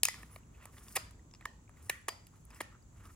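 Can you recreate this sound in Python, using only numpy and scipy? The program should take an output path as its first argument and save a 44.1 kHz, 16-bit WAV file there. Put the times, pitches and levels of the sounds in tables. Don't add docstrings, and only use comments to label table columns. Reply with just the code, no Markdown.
import sys
import numpy as np
from scipy import signal
from scipy.fft import rfft, irfft
from scipy.io import wavfile
from scipy.ndimage import uniform_filter1d

SR = 44100
rng = np.random.default_rng(int(sys.argv[2]) if len(sys.argv) > 2 else 0)


def how_loud(loudness_db):
    steps = np.asarray(loudness_db, float) / 20
    return 10 ** steps


def to_wav(s):
    ch = np.atleast_2d(s).T
    pcm = np.round(np.clip(ch, -1, 1) * 32767)
    wavfile.write(sys.argv[1], SR, pcm.astype(np.int16))


N = 138915

# [t/s, top level/dB, then upper, middle, low level/dB relative to top]
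TAPS = [
    (.0326, -8.5, -11, -18, -43),
    (.0345, -24.5, -2, -13.5, -33),
    (.0525, -15, -10.5, -16, -19.5),
]
KNOCKS = [(.0848, -25.5, -8, -6, -43), (.9545, -31, -19, -12, -24), (.9572, -26, -13, -15, -14),
          (.9602, -21.5, -18, -12, -25), (.9652, -24.5, -6, -10, -2.5), (.9685, -35, 6.5, -12, 4.5),
          (.9715, -37, -9, -0.5, 6.5), (1.455, -37.5, -3, -2, 7.5), (1.897, -21, -15, -8.5, -11),
          (1.9005, -37, -3, -4.5, 0), (2.0835, -23.5, -14, -10, -0.5), (2.0865, -35.5, -1, -10, -3),
          (2.0895, -35.5, 2.5, -20, -2), (2.0925, -51.5, -20, 1, 3), (2.6055, -32, -12, -2, -0.5),
          (2.6092, -38.5, -1.5, 2.5, 10), (2.6148, -36.5, -10, -27, -18)]
TICKS = [(0.1414, -50, -5, 3.5, 4.5), (0.231, -52, -9, 4, 7.5), (0.3605, -53, -12, 5, 9.5),
         (0.6549, -41, -12.5, -13, -4.5), (0.782, -56.5, 1, -6, -18), (0.8825, -50.5, -1.5, -20.5, -2),
         (1.1087, -53.5, -7.5, -17, -8), (1.3114, -74.5, 13, -8.5, -4), (1.3377, -72.5, 15.5, 6, 16.5),
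         (1.3484, -67, 12, 2, 8), (1.4102, -58.5, -6.5, -0.5, 9), (1.6934, -57, -25, -0.5, 8.5),
         (2.2683, -48, -6.5, -21.5, -19.5), (2.4512, -47, -42.5, -32, -31), (2.5044, -53, -9, -10.5, -1),
         (2.824, -66, -11, -20, -20), (3.0544, -53.5, -4.5, -27, -3)]
# [low f/Hz, high f/Hz]
GROUP_DB = [-1, 5, 8, 2]
GROUP_HZ = [(8000, 16000), (2700, 8000), (1500, 2700), (400, 1500)]
# [f/Hz, level/dB]
SLEEVE_MODES = [(600, -10), (850, 4.5), (1150, 9), (1800, -14.5), (2600, -7.5), (3000, -25)]
SHELL_MODES = [(480, -5.5), (700, -7), (1000, 5), (1230, 6.5), (1720, -1), (1930, -2), (2350, -7),
               (2850, 0.5), (3400, -5.5)]
PLUG_MODES = [(3950, -5), (5030, -0.5), (6000, -9.5), (7150, -2), (8300, -8), (9200, 2.5), (10200, 4.5),
              (11000, -7), (11700, -5.5), (13000, -8.5), (14000, -6.5), (15000, -6)]
SHELL_T60_S, PLUG_T60_S = 0.009, 0.004
TAP_RISE_S, KNOCK_RISE_S, TICK_RISE_S = 0.0002, 0.00083, 0.00045
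RATTLE_S, TICK_S = 0.0011, 0.0013
HIT_SCATTER_DB, DETUNE = 1.5, 0.014

# [t/s, f/Hz, level/dB, t60/s]
RINGS = [(0.031, 5090, -45, 0.36), (0.042, 6800, -51, 0.29), (.056, 18000, -46.5, 0.27),
         (.086, 2020, -44, .12), (.968, 4900, -56, 0.32), (.975, 2780, -58, .25), (2.607, 300, -46, 0.032),
         (1.4545, 1810, -28, 0.018), (2.09, 4850, -55.5, 0.41), (2.4, 141.4, -44, 0.075),
         (.0365, 10300, -52, .2), (1.8965, 2800, -28, 0.018), (1.8965, 3900, -27.5, 0.014),
         (.96, 2760, -24.5, 0.022), (1.899, 1910, -51.5, 0.27), (1.458, 1820, -57, 0.28),
         (2.612, 1800, -58, 0.31),
         (.4333, 2780, -62, 0.013), (.557, 2030, -53.5, 0.013), (0.6955, 1153, -53, 0.018),
        (0.7424, 1790, -54.5, .015), (.767, 2000, -56.5, 0.018), (.7835, 3500, -54.5, 0.016),
        (.918, 10100, -58, .008), (1.0861, 1800, -51, 0.017), (1.1929, 1940, -54.5, 0.019),
        (1.3121, 6030, -51, 0.0088), (1.3376, 5300, -41, 0.0059), (1.356, 5700, -47.5, 0.0091),
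        (1.4242, 1930, -45.5, 0.017), (1.6782, 2390, -55, 0.0083), (1.7709, 2000, -56.5, 0.012),
        (1.886, 1900, -59, .03), (1.955, 2200, -48, 0.014), (1.955, 900, -49.5, 0.016),
        (2.013, 10300, -58, 0.0094), (2.4823, 1110, -60, 0.017), (2.508, 2480, -56, 0.015),
        (2.51, 5000, -61, 0.02), (2.527, 1060, -52, .015), (2.546, 7540, -53, 0.014),
        (2.547, 4960, -56, 0.015), (2.5585, 1840, -44.5, 0.015), (2.56, 2740, -51, 0.012),
        (2.57, 1880, -51, 0.014), (2.589, 1880, -50, 0.015), (2.824, 4800, -59, .012)]
RING_SPREAD, RING_SPREAD_TOP_HZ = 0.022, 90

# [middle t/s, length/s, bright level/dB, dull level/dB]
RUBS = [(0.194, 0.086, -64.5, -63), (0.345, 0.079, -67, -66), (0.538, 0.056, -81, -68.5),
        (0.644, 0.057, -70.5, -61), (0.778, 0.08, -65, -64.5), (0.913, 0.11, -60.5, -64),
        (1.43, 0.018, -87, -63), (1.792, 0.037, -75, -65), (1.904, 0.16, -73, -75),
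        (2.358, 0.066, -75, -74.5), (2.56, 0.1, -69, -64.5), (2.733, 0.056, -86.5, -79),
        (2.985, 0.1, -77, -70), (3.084, 0.098, -69.5, -68.5)]
# [middle t/s, length/s, f/Hz, level/dB]
SCRAPES = [(0.552, 0.026, 2630, -69.5), (0.633, 0.027, 2580, -61.5), (0.673, 0.047, 1210, -72),
           (.84, 0.12, 10300, -77), (0.33, 0.056, 10270, -63), (0.34, 0.08, 13700, -71),
           (1.355, .012, 4930, -66.5), (1.86, 0.1, 9360, -72.5), (2.352, 0.048, 1200, -73),
           (2.563, .025, 5200, -72.5), (2.57, 0.021, 2300, -66), (2.74, 0.052, 1300, -67),
           (3.058, 0.11, 1270, -68.5)]
# [f/Hz, level/dB per Hz]
FINGERTIP_COLOUR = [(5000, -5), (7500, -6.5), (9800, 0), (10800, -1.5), (12200, -9.5), (14200, -4),
                    (15500, -8)]
PALM_COLOUR = [(400, -2), (800, -4), (1150, 3.5), (1500, -2.5), (1900, -2.5), (2750, -7.5), (3400, -12),
               (5500, -21)]
RUB_EDGE_S, SCRAPE_EDGE_S, SCRAPE_WIDTH_HZ = 0.02, 0.004, 600

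# [f/Hz, level/dB per Hz]
RUMBLE_COLOUR = [(30, -8.5), (54, 3.5), (95, 1), (125, -3), (180, -8.5), (240, -9.5), (600, -26.5),
                 (1000, -26)]
HISS_COLOUR = [(800, -8.5), (1300, 0), (2500, -8.5), (5300, -12), (6300, -1), (7800, 2), (8800, -31.5),
               (16000, -14)]
RUMBLE_DB, HISS_DB = -57.5, -74.5
WHINE_HZ, WHINE_DB, HUM_HZ, HUM_DB = 10040, -88, 99.1, -67

# [f/Hz, level/dB]
SIDE_HITS = [(200, -7.5), (1000, -12), (2000, -5), (4000, -7), (8000, 5.5), (10000, -4.5), (12000, -16),
             (16000, 1.5)]
SIDE_AIR = [(30, -20), (125, -15.5), (300, -8), (1000, 1), (4000, -0.5), (9000, -0.5), (11500, -10),
            (15000, -4)]
# [f/Hz, phase/rad]
SIDE_TURN = [(500, 1.3), (1000, 1.8), (2000, 2), (4000, 1), (8000, 1.5), (14000, 1.9)]
# [f/Hz, level/dB]
ROOM_T60 = [(300, 0.52), (1500, 0.41), (5000, 0.43), (15000, 0.14)]
ROOM_COLOUR = [(400, -5), (800, -2.5), (1250, 0.5), (1500, -1.5), (1900, -0.5), (3000, 0), (6000, 5),
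               (15000, 2)]
ROOM_DB, MODAL_SEND = -18, 0.45
DESK_DIP_HZ, DESK_DIP_WIDTH_HZ = 1463, 620


def on(table, hz):
    points = np.array(table, float)
    return np.interp(np.log(hz + 1e-9), np.log(points[:, 0]), points[:, 1])


def level(x, db):
    return x * how_loud(db) / np.sqrt(np.mean(x ** 2))


def shape(x, table, turn=None):
    hz = np.fft.rfftfreq(len(x), 1 / SR)
    below = (table[0][0] / 2, table[0][1] - 30)
    above = (table[-1][0] * 2, table[-1][1] - 30)
    gain = how_loud(on([below, *table, above], hz))
    phase = 0 if turn is None else on(turn, hz)
    return irfft(rfft(x) * gain * np.exp(1j * phase), len(x))


def walk(rate):
    hold = int(SR / rate)
    steps = np.repeat(rng.standard_normal(N // hold + 1), hold)
    return 1.6 * uniform_filter1d(uniform_filter1d(steps, hold), hold)[:N]


def ports(mid, side):
    return np.array([mid + side, mid - side])


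def decay(t, t60):
    return np.exp(-np.log(1000) * t / t60)


def steady_air():
    rumble = shape(rng.standard_normal(N), RUMBLE_COLOUR) * how_loud(1.3 * walk(7))
    hiss = shape(rng.standard_normal(N), HISS_COLOUR)
    whine = signal.lfilter(*signal.iirpeak(WHINE_HZ, 70.0, fs=SR), rng.standard_normal(N))
    return level(rumble, RUMBLE_DB) + level(hiss, HISS_DB) + level(whine, WHINE_DB)


def ventilation():
    cycles = np.cumsum(HUM_HZ + 2.3 * walk(19)) / SR
    hum = np.sin(2 * np.pi * cycles) * how_loud(1.4 * walk(2.3))
    return ports(steady_air() + level(hum, HUM_DB), shape(steady_air(), SIDE_AIR))


def rings():
    out, t = np.zeros(N + SR), np.arange(SR // 2) / SR
    for start_s, hz, db, t60 in RINGS:
        offset, phase = rng.standard_normal((2, 9, 1))
        mode_hz = hz + min(RING_SPREAD * hz, RING_SPREAD_TOP_HZ) * offset
        cluster = np.sin(2 * np.pi * (mode_hz * t + phase)).sum(axis=0) / 2
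        onset = np.clip(t / 0.0018, 0, 1)
        i = int(start_s * SR)
        out[i:i + len(t)] += how_loud(db) * cluster * decay(t, t60) * onset
    return out[:N]


def modes(table, t60, push, chance, size):
    hz, db = np.array(table, float).T[:, :, None]
    group = 3 - np.searchsorted([1500, 2700, 8000], hz[:, 0])
    t = np.arange(size) / SR
    detune, scatter, sign = chance[:, :len(table), None]
    ring = np.sin(2 * np.pi * hz * (1 + DETUNE * detune) * t) * decay(t, t60)
    ring = signal.fftconvolve(ring, push, axes=1)
    ring = ring / np.sqrt(np.sum(ring ** 2, axis=1, keepdims=True))
    ring = np.sign(sign) * how_loud(db + HIT_SCATTER_DB * scatter) * ring
    return (group == np.arange(4)[:, None]) @ ring


def contacts(rows, shell, rise_s, rattle_s):
    out, t = np.zeros((2, N + SR)), np.arange(500) / SR - 0.004
    burst = np.exp(np.where(t < 0, t / rise_s, -t / rattle_s))
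    hz = np.fft.rfftfreq(1024, 1 / SR)
    edges = np.array(GROUP_HZ[::-1], float)
    centre_hz, width_hz = np.sqrt(edges.prod(axis=1)), edges[:, 1] - edges[:, 0]
    for hit_s, top_db, *rel_db in rows:
        chance = rng.standard_normal((2, 3, 14))
        grit = rng.standard_normal((2, len(t)))
        push = grit[:1] * how_loud(3 * grit[1]) * burst
        body = modes(shell, SHELL_T60_S, push, chance[0], size=1500)
        body = body + modes(PLUG_MODES, PLUG_T60_S, push, chance[1], size=1500)
        peak = how_loud(top_db + np.array([0, *rel_db]) + GROUP_DB)
        parts = (peak / np.abs(body).max(axis=1))[:, None] * body
        i = int((hit_s + t[0] + 0.0005) * SR)
        out[0, i:i + parts.shape[1]] += parts.sum(axis=0)
        per_hz_db = 10 * np.log10(np.sum(parts ** 2, axis=1)[::-1] * SR / 2 / width_hz)
        even = irfft(how_loud(on(np.c_[centre_hz, per_hz_db], hz)))
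        out[1, i:i + len(even)] += np.roll(even, 200)
    low_cut = signal.butter(4, 380, "high", fs=SR, output="sos")
    return signal.sosfilt(low_cut, out[:, :N])


def room(x):
    t, tail = np.arange(SR // 2) / SR, 0
    for hz in 250 * 2.0 ** np.arange(7):
        limits = [hz / np.sqrt(2), min(hz * np.sqrt(2), 20000)]
        band = signal.butter(2, limits, "band", fs=SR, output="sos")
        noise = signal.sosfilt(band, rng.standard_normal((2, len(t))))
        tail = tail + noise * decay(t, on(ROOM_T60, hz))
    tail = tail * np.clip(t / 0.0035, 0, 1)
    tail = tail / np.sqrt(np.sum(tail[0] ** 2)) * how_loud(ROOM_DB)
    mid, side = [signal.fftconvolve(x, one)[:N] for one in tail]
    return ports(mid, shape(side, SIDE_AIR))


def strokes(mid_s, length_s, edge_s):
    outside_s = np.abs(np.arange(N) / SR - mid_s) - length_s / 2
    return 1 / (1 + np.exp(np.clip(outside_s / edge_s, -30, 30)))


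def grain():
    return rng.standard_normal(N) * how_loud(2.5 * rng.exponential(size=N) + 2.8 * walk(90))


def fingers():
    mid_s, length_s, bright_db, dull_db = np.array(RUBS).T[:, :, None]
    stroke = strokes(mid_s, length_s, RUB_EDGE_S)
    rustle = level(shape(grain(), FINGERTIP_COLOUR), 0) * (how_loud(bright_db) * stroke).sum(axis=0)
    rub = level(shape(grain(), PALM_COLOUR), 0) * (how_loud(dull_db) * stroke).sum(axis=0)
    out = rustle + rub
    grit = grain()
    for mid_s, length_s, hz, db in SCRAPES:
        peak = signal.iirpeak(hz, hz / SCRAPE_WIDTH_HZ, fs=SR)
        scrape = signal.lfilter(*peak, signal.lfilter(*peak, grit))
        out = out + level(scrape, db) * strokes(mid_s, length_s, SCRAPE_EDGE_S)
    return out


def desk_echo(hits):
    notch = signal.iirnotch(DESK_DIP_HZ, DESK_DIP_HZ / DESK_DIP_WIDTH_HZ, fs=SR)
    return signal.lfilter(*notch, hits)


def scene():
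    taps = contacts(TAPS, SLEEVE_MODES, TAP_RISE_S, RATTLE_S)
    knocks = contacts(KNOCKS, SHELL_MODES, KNOCK_RISE_S, RATTLE_S)
    ticks = contacts(TICKS, SHELL_MODES, TICK_RISE_S, TICK_S)
    hits, spread = taps + knocks + ticks
    rest = rings() + fingers()
    near = desk_echo(hits) + rest
    close = ports(near, shape(near, SIDE_HITS, SIDE_TURN))
    far = room(shape(spread, ROOM_COLOUR) + MODAL_SEND * hits + rest / 2)
    return close + far + ventilation()


def low_pass(x):
    return signal.sosfilt(signal.butter(12, 16810, fs=SR, output="sos"), x)


def record(dry):
    top_cut = signal.ellip(8, 0.2, 70, 15750, fs=SR, output="sos")
    mix = signal.sosfilt(top_cut, dry)
    return low_pass(mix)


dry = scene()
out = record(dry)
to_wav(out)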